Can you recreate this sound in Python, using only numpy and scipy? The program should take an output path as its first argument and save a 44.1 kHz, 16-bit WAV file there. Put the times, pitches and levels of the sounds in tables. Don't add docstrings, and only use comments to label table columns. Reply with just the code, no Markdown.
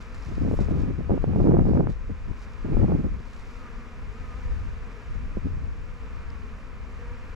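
import sys
import numpy as np
from scipy import signal
from scipy.fft import rfft, irfft
from scipy.io import wavfile
from scipy.ndimage import uniform_filter1d, map_coordinates

SR = 44100
rng = np.random.default_rng(int(sys.argv[2]) if len(sys.argv) > 2 else 0)


def dump_mix(stems):
    frames = np.atleast_2d(stems).T
    limited = np.clip(frames, -1, 1)
    pcm = np.round(limited * 32767).astype(np.int16)
    wavfile.write(sys.argv[1], SR, pcm)


N = 324135
T = np.arange(N) / SR
FREQS_HZ = np.maximum(np.fft.rfftfreq(N, 1 / SR), 1)

# (time [s], level [dB])
SWARM_NEARNESS = [(0, -57.5), (1.45, -60), (1.9, -61.5), (2.8, -58), (3.25, -60), (3.65, -58), (4.05, -58),
                  (4.5, -57.5), (5.0, -57.5), (5.6, -59.7), (6.2, -58.5), (6.75, -59), (7.05, -57.5),
                  (7.35, -58)]
# (time [s], level [dB])
BREEZE = [(0, -46), (.3, -38), (.55, -32.5), (1.0, -36), (1.55, -32), (2.05, -36), (2.48, -41),
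          (2.9, -30.5), (3.17, -32), (3.26, -42), (3.65, -42.5), (4.15, -39), (4.4, -37), (4.53, -28.5),
          (4.75, -36), (5.05, -43), (5.15, -31), (5.42, -34.5), (5.68, -32.5), (5.98, -41), (6.08, -35.5),
          (6.5, -41), (7.35, -39.5)]
# (arrival [s], hold [s], level [dB])
GUSTS = [(0.27, 1, -42), (0.415, .13, -32), (0.596, 0.021, -31), (0.686, 0.12, -31), (0.833, 0.079, -34),
         (0.989, 0.023, -32), (1.102, 0.028, -25), (1.139, 0.032, -31.5), (1.274, 0.45, -30),
         (1.366, 0.0479, -27.5), (1.454, .1, -24), (1.569, 0.0505, -26), (1.65, .07, -29),
         (1.752, 0.073, -23.5), (1.831, 0.071, -33), (2.097, 0.021, -39), (2.278, 0.036, -43.5),
         (2.65, 0.011, -32.5), (2.68, .39, -37.5), (2.721, 0.0243, -30.5), (2.77, 0.034, -30),
         (2.815, 0.033, -26.5), (2.883, 0.066, -25.5), (2.986, 0.021, -33.5), (3.04, 0.022, -35),
         (3.09, .11, -46), (5.153, 0.51, -52), (5.37, 0.0071, -36.5), (5.449, 0.017, -39)]
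# (centre [s], width [s], level [dB])
SWISHES = [(0.01, 0.055, -60), (0.276, 0.3, -61.5), (0.53, 0.09, -68), (0.625, 0.1, -61.5),
           (0.8, 0.11, -62), (1.15, .17, -70), (1.434, 0.1, -64), (1.71, 0.14, -64.5),
           (1.911, 0.031, -58.5), (2.416, 0.0693, -59.5), (2.582, 0.15, -68), (3.348, 0.19, -60.5),
           (3.553, 0.13, -64), (4.439, 0.54, -68)]
# (time [s], decay [s], level [dB])
CRUNCHES = [(0.016, .006, -57), (0.145, 0.025, -53), (0.606, 0.026, -49.5), (0.702, 0.0084, -57),
            (0.803, .01, -59.5)]
# (time [s], level [dB], ring [Hz])
SNAPS = [(0.026, -49.5, 7000), (0.225, -48, 5600), (0.2513, -46, 5820), (0.272, -52, 6800),
         (0.299, -52, 7500), (0.355, -50, 5020), (0.4229, -51, 4790), (0.646, -51, 5400),
         (0.711, -52, 3800), (0.8235, -50, 4960), (1.222, -45, 11500), (1.6652, -58.5, 3910),
         (2.5361, -53, 5380), (3.1932, -53, 3600), (3.5742, -56, 4650), (6.303, -45.5, 5030)]
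# (centre [s], half-width [s], wingbeat [Hz], glide [Hz/s], level [dB], emphasis [Hz])
FLYBYS = [(3.7, .16, 244, -60, -55, 1250), (3.84, .09, 238, 10, -51.5, 240),
          (4.3, .19, 243, -25, -53.5, 1220), (7.05, .1, 241, 70, -50.5, 490),
          (0.085, 0.42, 245.6, -8, -67, 1230), (4.48, .1, 251, 15, -58, 1760),
          (4.95, .11, 220, -120, -57, 440), (6.08, .1, 222, 90, -59, 430), (6.55, .09, 244, 90, -60, 1220),
          (7.05, .08, 236, 90, -55, 1650), (7.04, .08, 222, -100, -59, 1150), (4.15, .2, 218, 20, -57, 430)]
# (time [s], level [dB], swing [Hz])
EDDIES = [(0.38, -20, 160), (0.419, -23, 170), (0.449, -20.5, 190), (0.477, -20.5, 200), (0.512, -15, 205),
          (0.5392, -16.5, 181), (0.589, -15.5, 292), (0.61, -10, 95), (0.6846, -18, 188),
          (0.709, -20.5, 190), (0.773, -23, 180), (0.817, -24.5, 161), (1.006, -23.5, 190),
          (1.095, -13, 205), (1.1054, -14.5, 285), (1.116, -19.5, 395), (1.1766, -18, 240),
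          (1.2407, -11.5, 260), (1.333, -22, 310), (1.3593, -14.5, 255), (1.401, -18, 335),
          (1.4417, -12.5, 160), (1.4706, -12.5, 285), (1.493, -12, 161), (1.519, -14, 335),
          (1.5488, -24.5, 395), (1.5676, -12.5, 334), (1.593, -14, 383), (1.653, -21, 335),
          (1.671, -24, 550), (1.694, -17.5, 284.9), (1.7334, -14, 225), (1.751, -18.5, 285),
          (1.773, -17.5, 480), (1.8053, -11.5, 296), (1.87, -16, 483), (2.1, -28, 120), (2.655, -24.5, 150),
          (2.731, -21.5, 262), (2.7683, -17, 320), (2.817, -22, 265), (2.8985, -20.5, 235),
          (2.9198, -15, 283), (5.3698, -17, 150), (5.457, -15, 74.65), (5.468, -17, 92)]

# (frequency [Hz], gain [dB])
SWARM_EQ = [(120, 19.5), (235, 4.5), (330, -1.5), (420, 4.5), (510, 1.5), (640, -6.5), (860, -12.5),
            (960, 2), (1120, 1), (1250, 2), (1500, -2.5), (1760, -4.5), (2000, -9), (2400, -5),
            (3100, -14.5), (10000, -53)]
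TREE_EQ = [(40, 14), (150, 11.5), (330, 3), (700, -2), (1400, -2), (2400, -3), (3300, -17.5), (5200, -17),
           (7300, -21.5), (8400, -30), (9800, -30.5), (10600, -35.5), (11700, -29), (13000, -42.5)]
RUMBLE_EQ = [(8, -34), (22, -0.5), (42, -0.5), (75, -5), (110, -13.5), (180, -36), (400, -73),
             (1000, -86.5)]
GRASS_EQ = [(300, 4), (1500, 9.5), (3200, 2.5), (5000, 3.5), (7200, -1.5), (8500, -10.5), (12000, -15),
            (14000, -25.5)]
FLYBY_EQ = [(250, 2), (500, 0.5), (750, -9.5), (1000, -11), (1250, 1.5), (1500, -12.5), (1750, -2.5),
            (2400, -18), (3300, -21), (8000, -56)]
BUFFET_EQ = [(20, -28), (55, -1.5), (105, 7), (165, 3.5), (260, -4), (420, -13.5), (680, -25.5),
             (1000, -34.5), (1600, -44.5), (3000, -81)]
SPIT_EQ = [(150, -18), (400, -0.5), (750, 3.5), (1200, -4.5), (1800, -26.5), (3000, -57)]
STRAW_EQ = [(3000, -24), (6500, 1), (9500, -2), (12000, -6), (14000, -3)]
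# (frequency [Hz], gain [dB])
PORT_EQ = [(350, 0.5), (800, -1), (1400, -1), (2200, -2.5), (3500, -11.5)]
# (frequency [Hz], gain re left [dB])
WIND_RIGHT_EQ = [(105, -35), (140, 1), (260, 5.5), (450, 6), (860, 5), (950, 0), (3000, -2)]
# (frequency [Hz], right lead [rad], left minus right [dB], likeness [0-1])
PORT_PAIR = [(59.5, 0.46, -8, 1), (246, 0.21, 0.2, 1), (1190, 0, 0, 0.82), (2280, 1.08, 1.5, 0.67),
             (2930, 1.6, -2, 0), (3500, 1.4, -7, 1), (3880, .1, -5, 0.6), (5080, 0.47, -3, 1),
             (7500, 0.46, .5, 0.98), (12000, 0.6, 1.5, .68)]


def undb(db):
    return 10 ** (np.asarray(db) / 20)


def unit(x):
    return x / np.sqrt(np.mean(x ** 2))


def in_time(table):
    times_s, values = np.transpose(table)
    return np.interp(T, times_s, values)


def in_pitch(table):
    hz, *columns = np.transpose(table)
    return [np.interp(np.log(FREQS_HZ), np.log(hz), c) for c in columns]


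def colour(x, eq):
    return irfft(rfft(x) * undb(in_pitch(eq)[0]), N)


def walk(rate_hz, t=T):
    levels = rng.standard_normal(8192)
    return np.sqrt(3 / 2) * np.interp(t * rate_hz + rng.random(), np.arange(len(levels)), levels)


def crackle(depth_db, rate_hz):
    return rng.standard_normal((2, N)) * undb(depth_db * walk(rate_hz))


def pops(shape, rate_hz, scatter_db):
    return (rng.random(shape) < rate_hz / SR) * undb(scatter_db * rng.standard_normal(shape))


def swept(eq, speed):
    pattern = colour(rng.standard_normal(N), eq)
    return map_coordinates(pattern, [np.cumsum(speed) % N], order=3, mode="wrap")


def wings(hz):
    stroke = unit(irfft(np.r_[0, np.ones(30), np.zeros(2018)]))
    cycles = np.cumsum(hz) / SR
    return stroke[(cycles * len(stroke)).astype(int) % len(stroke)]


def swarm(count=28, wing_hz=238, spread=.06, swerve=.055, tremble=.011, pass_db=3, gain_db=8.5):
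    coarse_s = T[::64]
    hum = np.zeros((2, N))
    for k, offset in enumerate(np.linspace(-1, 1, count) * np.sqrt(3)):
        hz = wing_hz * (1 + spread * offset + swerve * walk(5, coarse_s) + tremble * walk(30, coarse_s))
        nearness = undb(pass_db * walk(3, coarse_s))
        hum[k % 2] += wings(np.interp(T, coarse_s, hz)) * np.interp(T, coarse_s, nearness)
    return unit(colour(hum, SWARM_EQ)) * undb(in_time(SWARM_NEARNESS) + gain_db)


def trees(level_db=-48.5, follow=.98):
    near_db = in_time(SWARM_NEARNESS)
    hiss = unit(colour(rng.standard_normal((2, N)), TREE_EQ))
    sway_db = .45 * walk(5)
    return hiss * undb(level_db + sway_db + follow * (near_db - near_db.mean()))


def gust_force(attack_s=.006, release_s=.013):
    power = 1e-12
    for at_s, hold_s, level_db in GUSTS:
        fade = np.maximum(at_s - T, 0) / attack_s + np.maximum(T - at_s - hold_s, 0) / release_s
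        power = power + (undb(level_db) * np.exp(-fade)) ** 2
    return np.sqrt(power)


def rumble(gain_db=3, pan_db=3, swell_s=.18, limit_db=-29, waver_db=2, quicken=.13, ref_db=-29):
    breeze = undb(in_time(BREEZE) + np.array([[pan_db], [-pan_db]]) / 2)
    swell = uniform_filter1d(gust_force(), int(swell_s * SR))
    exposure = undb([[6], [-18.5]])
    body = undb(limit_db) * np.tanh(swell / undb(limit_db)) * exposure
    force = np.hypot(breeze, body) * undb(waver_db * walk(15))
    rolls = np.array([swept(RUMBLE_EQ, (side / undb(ref_db)) ** quicken) for side in force])
    power = uniform_filter1d(uniform_filter1d(rolls ** 2, SR // 5), SR // 10)
    return undb(gain_db) * force * rolls / np.sqrt(power + 1e-18)


def swishes(gain_db=1.8, blades_db=-3):
    swell = sum(undb(level_db) * np.exp(-2 * ((T - at_s) / width_s) ** 2)
                for at_s, width_s, level_db in SWISHES)
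    rubbing = unit(crackle(depth_db=3, rate_hz=300))
    blades = undb(blades_db) * unit(pops((2, N), rate_hz=450, scatter_db=4))
    return undb(gain_db) * swell * unit(colour(rubbing + blades, GRASS_EQ))


def crunches(attack_s=.0036):
    bursts = np.zeros(N)
    for at_s, decay_s, level_db in CRUNCHES:
        fade = np.maximum(at_s - T, 0) / attack_s + np.maximum(T - at_s, 0) / decay_s
        bursts += undb(level_db) * np.exp(-fade)
    return bursts * unit(colour(crackle(depth_db=4, rate_hz=900), GRASS_EQ))


def stem_snaps(decay_s=.00085, crack=.65):
    out, t = np.zeros(N), T[:SR // 40]
    for at_s, level_db, ring_hz in SNAPS:
        snap = np.sin(2 * np.pi * ring_hz * t) + crack * rng.standard_normal(len(t))
        i = int(at_s * SR)
        out[i:i + len(t)] += undb(level_db) * np.exp(-t / decay_s) * snap
    return colour(out, GRASS_EQ)


def flybys(swerve=.024, tremble=.018, flutter_db=2.5, emphasis_db=8, emphasis_oct=.38):
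    out = np.zeros(N)
    for at_s, width_s, wing_hz, glide_hz_per_s, level_db, emphasis_hz in FLYBYS:
        along = (T - at_s) / width_s
        hz = wing_hz + glide_hz_per_s * width_s * np.tanh(along)
        buzz = wings(hz * (1 + swerve * walk(16) + tremble * walk(70)))
        heading_db = emphasis_db * np.exp(-(np.log2(FREQS_HZ / emphasis_hz) / emphasis_oct) ** 2)
        buzz = irfft(rfft(buzz) * undb(in_pitch(FLYBY_EQ)[0] + heading_db), N)
        out += unit(buzz) * undb(level_db + flutter_db * walk(35)) * np.exp(-along ** 2)
    return out


def buffeting(gain_db=1.5, breeze_db=-20, surge_db=1.26, quicken=.19, ref_db=-25, flutter=.12):
    force = np.hypot(gust_force(), undb(in_time(BREEZE) + breeze_db))
    force_db = 20 * np.log10(force) + surge_db * walk(40)
    speed = undb(quicken * (force_db - ref_db)) * np.exp(flutter * walk(140))
    pressure = swept(BUFFET_EQ, speed) * speed ** .78
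    swings = colour(pressure, [(120, -60), (150, 0), (800, 0), (1000, -60)])
    power = uniform_filter1d(uniform_filter1d(swings ** 2, SR // 20), SR // 40)
    return undb(gain_db + force_db) * pressure / np.sqrt(power + 1e-18)


def spits(gain_db=-41, ref_db=-24, steepen=2.1):
    force = (gust_force() / undb(ref_db)) ** steepen
    return undb(gain_db) * force * unit(colour(pops(N, rate_hz=260, scatter_db=3), SPIT_EQ))


def eddies(gain_db=-4, delay_s=.0015):
    out, t = np.zeros(N), np.arange(-SR // 40, SR // 40) / SR
    for at_s, level_db, swing_hz in EDDIES:
        phase = 2 * np.pi * swing_hz * (t - delay_s)
        swing = 3 * phase / (1 + phase ** 2) ** 2
        i = int((at_s + t[0]) * SR)
        out[i:i + len(t)] += undb(level_db + gain_db) * swing
    return colour(out, PORT_EQ)


def scuff(at_s=.55, width_s=.062, level_db=-68):
    sizzle = unit(colour(crackle(depth_db=4, rate_hz=800), STRAW_EQ))
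    return undb(level_db) * np.exp(-((T - at_s) / width_s) ** 2) * sizzle


def wind():
    left = buffeting() + eddies() + spits()
    right = irfft(1j * rfft(left) * undb(in_pitch(WIND_RIGHT_EQ)[0]), N)
    return np.array([left, right]) + rumble()


def ports(field):
    lead_rad, pan_db, likeness = in_pitch(PORT_PAIR)
    mid, side = rfft(field) * np.sqrt([(1 + likeness) / 2, (1 - likeness) / 2])
    turn = undb(pan_db / 2) * np.exp(-.5j * lead_rad)
    return irfft(np.array([(mid + side) * turn, (mid - side) / turn]), N)


def scene():
    field = swarm() + trees() + swishes() + crunches() + scuff()
    return ports(field) + flybys() + stem_snaps() + wind()


def record(dry, fade_s=.006, cutoff_hz=13000):
    fade = np.clip(np.minimum(T, T[-1] - T) / fade_s, 0, 1)
    lowpass = signal.ellip(8, .2, 70, cutoff_hz, fs=SR, output="sos")
    return signal.sosfilt(lowpass, dry * fade)


dry = scene()
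out = record(dry)
dump_mix(out)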